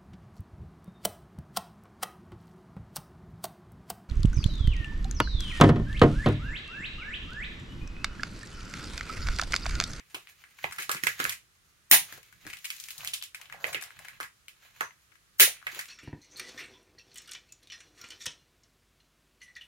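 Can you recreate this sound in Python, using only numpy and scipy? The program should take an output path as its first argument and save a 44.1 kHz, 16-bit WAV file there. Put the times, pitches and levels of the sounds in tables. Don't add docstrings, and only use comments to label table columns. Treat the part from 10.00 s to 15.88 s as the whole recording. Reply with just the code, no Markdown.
import sys
import numpy as np
from scipy import signal
from scipy.fft import rfft, irfft
from scipy.io import wavfile

SR = 44100
rng = np.random.default_rng(int(sys.argv[2]) if len(sys.argv) > 2 else 0)


def ratio(d):
    e = np.asarray(d, float) / 20
    return 10 ** e


def unload_wav(signal):
    wavfile.write(
        sys.argv[1],
        SR,
        np.round(np.clip(np.atleast_2d(signal).T, -1, 1) * 32767).astype(np.int16),
    )


N = 259308

# [t/s, crack level/dB, level beamed at the microphone/dB rel, desk thud/dB rel, crack length/ms]
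CUTS = [
    (1.9126, 13, -2.5, -56, 2.1),
    (5.3975, 16, -10.5, -70, 1.12),
]
# [f/Hz, width/Hz, level/dB]
BODY_MODES = [(1750, 680, -2.5), (2250, 790, 0.5), (2740, 640, -1), (3770, 930, -7), (6460, 1900, -8.5)]
# [f/Hz, width/Hz, level/dB]
BLADE_MODES = [(8900, 1400, 0), (11520, 5500, -1), (15400, 1500, 0)]
# [f/Hz, level/dB per Hz]
SHEET_SPECTRUM = [(500, -44.5), (900, -12), (1800, 4), (2400, 4.5), (4200, -6), (5500, -37.5)]
# [f/Hz, level/dB per Hz]
RASP_SPECTRUM = [(2500, -41.5), (4200, -11.5), (5500, -12), (6800, -5.5), (8200, -23.5), (12000, -10.5),
                 (14500, -17), (16000, -13.5)]
# [f/Hz, level/dB per Hz]
HUSH_SPECTRUM = [(15, -82.5), (25, -12), (64, -1), (102, -4.5), (127, -6), (263, -16.5), (363, -14.5),
                 (516, -17), (863, -19), (1230, -8.5), (8140, -17.5), (9840, -16), (16000, -22.5)]
# [f/Hz, t60/s, level/dB]
ROOM_DECAY = [(153, 0.02, 3.5), (460, 0.21, 1.5), (1410, 0.18, 1.5), (3630, 0.22, 0.5), (10000, 0.21, 1),
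              (13900, 0.17, 3.5)]
# [t/s, peak level/dB, f/Hz, length/ms]
KNOCKS = [(0.144, -39, 338, 3.2), (0.643, -21.5, 894, 2.3), (0.891, -36.5, 462, 16),
          (0.945, -41.5, 313, 5.5), (1.033, -36.5, 310, 4.8), (1.066, -35.5, 450, 6.7),
          (1.199, -29.5, 295, 6), (1.25, -36, 443, 17), (1.912, -23, 754, 3.5), (1.925, -18.5, 838, 6),
          (2.126, -45, 347, 1.2), (2.177, -50, 450, 4), (2.45, -45.5, 306, 5.3), (2.465, -40, 313, 1.4),
          (2.995, -53, 660, 2.7), (3.033, -42, 794, 4), (3.524, -46.5, 790, 4.9), (3.54, -40, 720, 8.9),
          (3.642, -26.5, 535, 0.63), (3.679, -35, 620, 3.2), (3.746, -32.5, 418, 2.3),
          (3.823, -47.5, 676, 3.9), (3.997, -47, 726, 6), (4.049, -49, 840, 4.5), (4.202, -42.5, 484, 0.37),
          (4.81, -22, 900, 3.9), (5.401, -22.5, 422, 2.8), (5.475, -38.5, 467, 2.7), (5.666, -44, 600, 5.2),
          (5.73, -50.5, 352, 3), (5.761, -47, 375, 6.5), (5.774, -43, 570, 3),
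          (0.146, -36.5, 850, 2.6), (0.164, -47.5, 587, 1.3), (0.643, -31.5, 415, 3.7), (0.79, -49, 366, 9),
          (1.917, -22, 305, 2.8), (1.94, -25.5, 820, 7.1), (3.40, -50, 840, 8.7), (4.205, -48, 306, 1.5),
          (4.809, -36.5, 436, 3.4), (5.409, -27, 363, 8.2), (5.476, -34.5, 700, 3)]
# [t/s, peak level/dB, f/Hz, length/ms]
DESK_KNOCKS = [(0.639, -44, 145, 6), (0.889, -52.5, 151, 4), (0.947, -43.5, 159, 3.2),
               (1.033, -40.5, 158, 4.6), (1.069, -45.5, 130, 3.5), (1.197, -38, 174, 2),
               (1.243, -40.5, 142, 3.3), (1.922, -35, 200, 12), (1.958, -44, 214, 14),
               (3.747, -49, 221, 3.3), (4.814, -56, 168.2, 14), (5.403, -49.5, 181, 8)]
# [start t/s, end t/s, f/Hz, width/Hz, level/dB]
SPRING_GLIDES = [
    (0.097, 0.132, 8900, 320, -71),
    (0.284, 0.337, 8800, 355, -69),
    (.43, 0.55, 8900, 350, -75),
    (4.809, 4.9, 6160, 400, -53),
]
# [t/s, peak level/dB, crackle/dB rel, ring f/Hz, length/ms]
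SEATING = [(0.0014, -48, -26, 2100, 4.4), (0.1455, -26, -21.5, 2580, 4.3), (0.145, -33.5, -23, 1300, 3),
           (0.2722, -36, -24, 2280, 1.2), (0.4388, -41, -29, 1760, 2.8), (0.587, -42, -25, 1750, 3.8),
           (0.6401, -25, -29.5, 1960, 3.2), (0.6426, -16.5, -32, 2080, 1.1), (0.711, -40, -15, 1760, 3.0),
           (0.723, -32.5, -15.5, 1600, 4.3), (0.7625, -50, -7, 2400, 2.5), (0.784, -26.5, -22.5, 1740, 5.1),
           (0.799, -37, -10, 2000, 4.8), (0.804, -34, -23, 2090, 1.7), (0.8222, -32.5, -13, 2380, 4.1),
           (0.830, -35, -9, 2500, 2.9), (0.8939, -18, -20, 1300, 2.5), (0.915, -23, -10, 1990, 3.3),
           (0.9479, -25, -14.5, 1610, 0.99), (0.967, -29.5, -23, 2190, 3.5),
           (1.0361, -17, -18.5, 1740, 3.2), (1.069, -25.5, -38, 1180, 3.1), (1.0687, -14, -21, 1914, 3.64),
           (1.1922, -29.5, -17.5, 2130, 3.7), (1.2008, -17, -21.5, 1510, 3.1),
           (1.242, -26.5, -3, 2500, 0.56), (1.252, -14.5, -35, 1640, 1.3), (1.2942, -23, -12, 2240, 3.65),
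           (1.322, -32.5, -15, 2100, 6.7), (2.1249, -36, -12.5, 1670, 2.8), (2.176, -53.5, -8.5, 1186, 4.1),
           (2.23, -50.5, -12, 2260, 3.2), (2.326, -49.5, -17, 1560, 2.5)]
# [t/s, peak level/dB, crackle/dB rel, ring f/Hz, length/ms]
TURNING = [(2.4516, -45, -22, 1720, 2.5), (2.467, -34.5, -11, 1630, 2.1), (2.475, -32.5, -23, 1980, 1.8),
           (2.500, -35.5, -20.5, 2240, 4.9), (2.531, -34, -17, 2220, 4), (2.536, -28.5, -20, 2060, 1.2),
           (2.57, -38.5, -15.5, 2670, 2.5), (2.587, -47.5, -16, 2900, 4.3), (2.644, -31.5, -17, 2350, 8.3),
           (2.651, -38, -11, 2320, 2.7), (2.655, -28.5, -12.5, 2360, 2), (2.7031, -22, -18, 2300, 2.6),
           (2.764, -46, -11, 3290, 4.5), (2.8, -40, -2.5, 3120, 2.1), (2.839, -42, -4, 2820, 2.8),
           (2.8855, -36.5, -11.5, 2530, 3.3), (2.906, -32, -11.5, 3070, 3.3),
           (2.98, -41.5, -4.5, 3400, 3.1), (3.0074, -33.5, -24, 2500, 1.2), (3.032, -46, -20, 990, 1.9),
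           (3.043, -42, -17, 1500, 1), (3.048, -26, -12.5, 2230, 0.32), (3.0741, -22, -15.5, 3100, 2.46),
           (3.084, -36, -17, 2570, 3.6), (3.118, -45, -14, 3620, 0.6), (3.135, -23.5, -18.5, 2900, 2.2),
           (3.1388, -22.5, -10.5, 3080, 2.6), (3.1452, -37, -12, 3280, 2.6), (3.158, -57, -15, 3300, 1.5),
           (3.1805, -40.5, -10, 3320, 1.4), (3.212, -38, -44, 3170, 6.1), (3.2252, -25, -13.5, 2930, 0.5),
           (3.2382, -36.5, -7, 3340, 2.3), (3.3464, -28.5, -19.5, 2080, 3.1), (3.414, -39, -14, 2300, 2.7),
           (3.457, -41.5, -23, 2720, 2.1), (3.4988, -39, -27, 1630, 2.6)]
# [t/s, peak level/dB, crackle/dB rel, ring f/Hz, length/ms]
RESEATING = [(3.525, -29.5, -23, 1780, 2), (3.6423, -15, -32.5, 2020, 1.85), (3.668, -46, -4, 2200, 3.3),
             (3.6807, -34, -17, 1940, 2.5), (3.728, -31, -17.5, 2020, 6.2), (3.746, -17, -29, 2160, 1.9),
             (3.7515, -31, -15, 2430, 1.7), (3.764, -39, -28, 2480, 1.1), (3.811, -40.5, -12.5, 2250, 4.9),
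             (3.8236, -33.5, -11.5, 1740, 3.9), (3.838, -42, -4, 1800, 2.1),
             (3.906, -36.5, -21, 1710, 0.58), (3.969, -49, -22, 1750, 1.1),
             (3.991, -38.5, -14.5, 1680, 2.9), (4.048, -39.5, -22.5, 1920, 4.5),
             (4.0842, -32, -17.5, 1800, 2.2), (4.139, -59, -30, 1560, 2.0),
             (4.2022, -23.5, -21.5, 1230, 1.4), (4.208, -26.5, -20, 1780, 2.8),
             (4.23, -35.5, -11, 1750, 1.7), (4.233, -43, -14, 1450, 2), (4.248, -44.5, -15, 1600, 1.5),
             (4.4825, -33.5, -17, 2510, 2), (4.8081, -17.5, -23, 1410, 2.16), (4.874, -46, -30, 1700, 1.1),
             (4.908, -44, -35, 1850, 2), (5.118, -55, -28.5, 1640, 5.2), (5.155, -53, -21.5, 1900, 3),
             (5.617, -49, -35, 1490, 1.3), (5.627, -42.5, -27, 1290, 1.54), (5.6678, -21, -29.5, 1900, 3.2),
             (5.674, -37, -35, 1900, 2.1), (5.748, -32.5, -14, 2220, 1.5), (5.791, -25.5, -17.5, 1880, 4),
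             (5.811, -40.5, -8.5, 1830, 3.5), (5.8568, -41, -12, 2450, 1.2)]
STAGE_PAN_DB = (2.0, 4, 3.2)
# [start t/s, end t/s, sheet level/dB, rasp/dB rel, drag/dB rel]
STROKES = [(0.092, 0.608, -67.5, -4, -13.5), (0.611, 0.726, -58, -4.5, -30), (0.807, 0.81, -47, -5, -12),
           (0.873, 1.057, -60.5, -1.5, -23), (1.08, 1.087, -63.5, 18, -9), (1.21, 1.29, -45, -7.5, -13),
           (2.094, 2.136, -50.5, -4.5, -7.5), (2.18, 2.45, -67.5, -4, -20), (2.46, 2.534, -59, -7, -9),
           (2.637, 2.985, -60, 3, -23), (2.972, 3.067, -58, -1.5, -4.5), (3.076, 3.137, -69, 8, 3),
           (3.433, 3.544, -59.5, -8.5, -6.5), (3.53, 3.63, -64, -12, 4), (3.656, 3.74, -57, 0, 6),
           (3.815, 3.896, -55.5, -17, -6), (3.936, 4.144, -60, -10.5, -10), (4.634, 4.698, -63, -7, -10),
           (4.813, 4.815, -50, -7, -9), (5.496, 5.6, -60, -18.5, -28), (5.728, 5.78, -46.5, -5, -11),
           (5.812, 5.86, -77, -7, -18)]
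# Sheet, rasp and drag while the hands only hold on [level/dB]
AT_REST_DB = (-83.5, -80.5, -86)
# [start t/s, end t/s, level/dB]
SHAKES = [(0.175, 0.163, -68.5), (0.647, 0.71, -63), (0.788, 0.934, -67.5), (1.07, 1.1, -61.5),
          (1.222, 1.278, -58), (1.96, 2.015, -64.5), (2.146, 2.16, -63), (2.36, 2.374, -72),
          (2.468, 2.48, -59), (2.984, 3.086, -66.5), (3.53, 3.597, -65), (3.656, 3.787, -64.5),
          (3.974, 4.027, -69.5), (4.135, 4.137, -66.5), (4.22, 4.248, -67.5), (4.817, 4.824, -66),
          (5.437, 5.44, -58), (5.682, 5.69, -65.5), (5.757, 5.778, -65.5)]

FIRST_BREAK = 6.5


def rms_one(x):
    return x / np.sqrt(np.mean(x ** 2) + 1e-20)


def peak_one(x):
    return x / np.abs(x[0]).max()


def band(x, low_hz, high_hz):
    return signal.sosfilt(signal.butter(2, [low_hz, high_hz], "band", fs=SR, output="sos"), x)


def steep(x, low_hz, high_hz):
    return band(band(x, low_hz, high_hz), low_hz, high_hz)


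def resonance(x, hz, width_hz):
    r = np.exp(-np.pi * max(width_hz, 20) / SR)
    feedback = [1, -2 * r * np.cos(2 * np.pi * hz / SR), r * r]
    return signal.lfilter(np.array([1, 0, -1]) * (1 - r * r) / 2, feedback, x)


def modes(blow, table):
    return sum((-1) ** k * ratio(db) * resonance(blow, hz, width_hz)
               for k, (hz, width_hz, db) in enumerate(table))


def coloured(x, spectrum):
    hz, level_db = np.transpose(spectrum)
    grid = np.maximum(np.fft.rfftfreq(N, 1 / SR), 1)
    gain = ratio(np.interp(np.log(grid), np.log(hz), level_db))
    return rms_one(irfft(rfft(x) * gain, N))


def drift(rate):
    r = np.exp(-2 * np.pi * rate / SR)
    return rms_one(signal.lfilter([1], [1, -2 * r, r * r], rng.standard_normal(N + SR))[SR:])


def gesture(start, end, level_db, rest_db, rise, fall):
    t = np.arange(0, N + 64, 64) / SR
    climb = rise * np.maximum(start[:, None] - t, 0)
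    sink = fall * np.maximum(t - end[:, None], 0)
    each = level_db[:, None] - climb - sink
    return np.interp(np.arange(N) / SR, t, np.maximum(each.max(axis=0), rest_db))


def burst(noise, length_ms, rise_ms):
    ms = np.arange(len(noise)) * 1000 / SR
    first_break = 0.099 * np.exp(-ms / 0.16)
    decay = np.exp(-ms / max(length_ms, .2)) + first_break
    shower = noise * np.abs(noise) ** 0.34 * (1 - np.exp(-ms / rise_ms)) * decay
    even = 0.048 * shower
    even[0] = np.sqrt(np.sum(shower ** 2))
    return np.array([shower, even])


def add(out, s, x, pan_db=2.5):
    left_s = s + .00005 * (4.0 - pan_db / 2)
    sounds = [x[0] * ratio(pan_db / 2), x[0] * ratio(-pan_db / 2), x[1]]
    for row, sound, at in zip(out, sounds, [left_s, s, s]):
        i = round(at * SR)
        row[i:i + len(sound)] += sound[:N - i]


def background(rumble_db):
    common, left, right, *low = rng.standard_normal((6, N))
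    shared = band(common, 25, 520)
    hush = np.array([coloured(shared + v - 0.36 * band(v, 17, 400), HUSH_SPECTRUM) for v in (left, right)])
    apart = np.array(low[1:])
    both = rms_one(band(low[0], 100, 170)) * ratio([[-1.5], [1.5]])
    middle = 0.95 * rms_one(band(apart, 55, 160))
    deep = 0.68 * rms_one(band(apart, 31, 96)) * ratio([[-8], [2.5]])
    rumble = ratio(rumble_db + 2.0 * drift(9)) * (both + middle + deep)
    return ratio(-65.5) * band(hush, 12, 13000) + rumble


def room(x):
    t, white = np.arange(SR // 2) / SR, rng.standard_normal((2, 2, SR // 2))
    hz, t60, level_db = np.transpose(ROOM_DECAY)
    edges, echoes = 60 * 2 ** np.arange(0, 8.3, .75), 0
    for k, (low, high) in enumerate(zip(edges, np.append(edges[1:], 19000))):
        centre = np.log(low * high) / 2
        start_db = np.interp(centre, np.log(hz), level_db)
        decay_db = 60 * t / np.interp(centre, np.log(hz), t60)
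        mid, side = band(white[k % 2], low, high) * ratio(start_db - decay_db)
        alike = np.clip(1 - np.exp(centre) / 1100, 0, 1)
        echoes = echoes + np.sqrt(1 + alike) * mid + np.sqrt(1 - alike) * side * [[1], [-1]]
    echoes = echoes * np.clip((t - 0.001) / 0.0063, 0.05, 1)
    echoes = echoes / np.sqrt(np.sum(echoes ** 2) / 2)
    return signal.fftconvolve(x[None], echoes, axes=1)[:, :N]


def off_desk(x):
    desk = 0.04 * np.roll(x, round(0.0013 * SR), axis=1)
    wall = np.array([np.roll(side, round(lag_s * SR)) for side, lag_s in zip(x, (0.0068, 0.0064))])
    return x + desk + ratio(-15) * band(wall, 1100, 9000)


def spring():
    out, t = np.zeros(N), np.arange(N) / SR
    noise = rng.standard_normal(N)
    for start, end, pitch_hz, width_hz, level_db in SPRING_GLIDES:
        shape = np.interp(t, [start, start + 0.052 * (end - start), end], [0, 1, 0])
        squeak = resonance(resonance(noise, pitch_hz, width_hz), pitch_hz, 0.52 * width_hz)
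        out += ratio(level_db) * shape * rms_one(squeak)
    return out


def rubbing(sheet_db, rasp_db, drag_db):
    clumps = ratio(2.5 * drift(25) + 2.5 * drift(80))
    born = rng.random(N) < 2500 * clumps / SR
    sizes = ratio(6.1 * np.minimum(rng.exponential(1, N), 3.0))
    grains = born * sizes * rng.choice([-1, 1], N)
    friction = clumps * (0.81 * rms_one(grains) + rng.standard_normal(N))
    sheet = ratio(sheet_db) * coloured(friction, SHEET_SPECTRUM)
    rasp = ratio(rasp_db + 2.5) * coloured(friction, RASP_SPECTRUM)
    drag = ratio(drag_db - 2) * rms_one(steep(friction, 420, 2300))
    return sheet + rasp + drag


def knocks():
    rows = KNOCKS + DESK_KNOCKS
    out, noise = np.zeros((3, N)), rng.standard_normal((len(rows), 3000))
    for (s, peak_db, pitch_hz, length_ms), grit in zip(rows, noise):
        blow = burst(grit, length_ms, 1.0) * ratio([[0], [-5]])
        hollow = resonance(resonance(blow, pitch_hz, .4 * pitch_hz), pitch_hz, .9 * pitch_hz)
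        hollow = hollow + 0.077 * steep(blow, .5 * pitch_hz, 3.5 * pitch_hz)
        add(out, s - .001, ratio(peak_db - 0.5) * peak_one(hollow), pan_db=1.5)
    return out


def snaps():
    stages = zip([SEATING, TURNING, RESEATING], STAGE_PAN_DB)
    rows = [(*row, middling_pan_db) for table, middling_pan_db in stages for row in table]
    out, noise = np.zeros((3, N)), rng.standard_normal((len(rows), 2000))
    noise = np.clip(noise, -2, 2)
    noise[:, 26] = FIRST_BREAK
    for (s, peak_db, high_db, ring_hz, length_ms, middling_pan_db), grit in zip(rows, noise):
        pan_db = middling_pan_db - 0.52 * (peak_db + 30)
        blow = burst(grit, length_ms, 0.5 * length_ms) * ratio([[0], [-4]])
        ring = resonance(resonance(blow, ring_hz, 0.71 * ring_hz), ring_hz, 0.66 * ring_hz)
        ring = band(ring + 0.07 * steep(blow, 950, 5050), 610, 3020)
        crackle = band(band(blow, 2570, 19840), 3550, 13420)
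        snap = peak_one(ring) + ratio(high_db + 17.5) * peak_one(crackle)
        add(out, s - .0006, ratio(peak_db + 1.5) * snap, pan_db)
    return out


def punch():
    out, noise = np.zeros((3, N)), rng.standard_normal((len(CUTS), 8000))
    noise = np.clip(noise, -2, 2)
    noise[:, 30] = .6 * FIRST_BREAK
    for (s, crack_db, beamed_db, thud_db, length_ms), grit in zip(CUTS, noise):
        blow = burst(grit, length_ms, 0.51)
        body = peak_one(band(modes(blow, BODY_MODES), 750, 14000))
        blade = peak_one(modes(blow, BLADE_MODES))
        crack = ratio([[beamed_db], [0]]) * (ratio(-6.5) * body + ratio(-4) * blade)
        add(out, s, ratio(crack_db) * crack)
        thud = peak_one(resonance(resonance(np.abs(blow), 60, 30), 60, 40))
        thud = thud * [[1], [0]]
        add(out, s, ratio(crack_db + thud_db) * thud, pan_db=-14.5)
        before_ms = np.arange(-800, 0) * 1000 / SR
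        bright_hiss = ratio(-56) * steep(grit[-800:], 8500, 16000) * np.clip((before_ms + 16) / 3, 0, 1)
        broad_swell = ratio(-56.5 + 2.8 * before_ms) * band(grit[-800:], 1200, 14000)
        lead_in = bright_hiss + ratio(-1.5 * beamed_db) * broad_swell
        add(out, s - 800 / SR, ratio(crack_db) * lead_in * [[1], [0]])
    return out


def scene():
    start, end, sheet_db, rasp_db, drag_db = np.transpose(STROKES)
    rub = [gesture(start, end, sheet_db + rel_db, rest_db, rise=222.5, fall=294)
           for rel_db, rest_db in zip([0, rasp_db, drag_db], AT_REST_DB)]
    shake_db = gesture(*np.transpose(SHAKES), rest_db=-82.5, rise=305, fall=177.5)
    desk = punch() + snaps() + knocks() + rubbing(*rub) + spring()
    return off_desk(desk[:2]) + ratio(1) * room(desk[2]) + background(shake_db)


def low_pass(x):
    return signal.sosfilt(signal.butter(12, 16320, fs=SR, output="sos"), x)


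def record(dry):
    limit_db, release_db_per_s, ahead_s, smooth_s = -2, 898.5, .0001, 0.0025
    over_db = np.maximum(20 * np.log10(np.abs(dry).max(axis=0) + 1e-9) - limit_db, 0)
    ramp = release_db_per_s * np.arange(N) / SR
    held = np.maximum.accumulate(over_db + ramp) - ramp
    r = np.exp(-1 / (smooth_s * SR))
    duck_db = np.roll(signal.lfilter([1 - r], [1, -r], held), -round(ahead_s * SR))
    x = np.clip(dry * ratio([[-.6], [.6]]) * ratio(-duck_db), -1, 1)
    x = signal.sosfilt(signal.ellip(10, 1, 60, 15900, fs=SR, output="sos"), x)
    return low_pass(x)


dry = scene()
out = record(dry)
unload_wav(out)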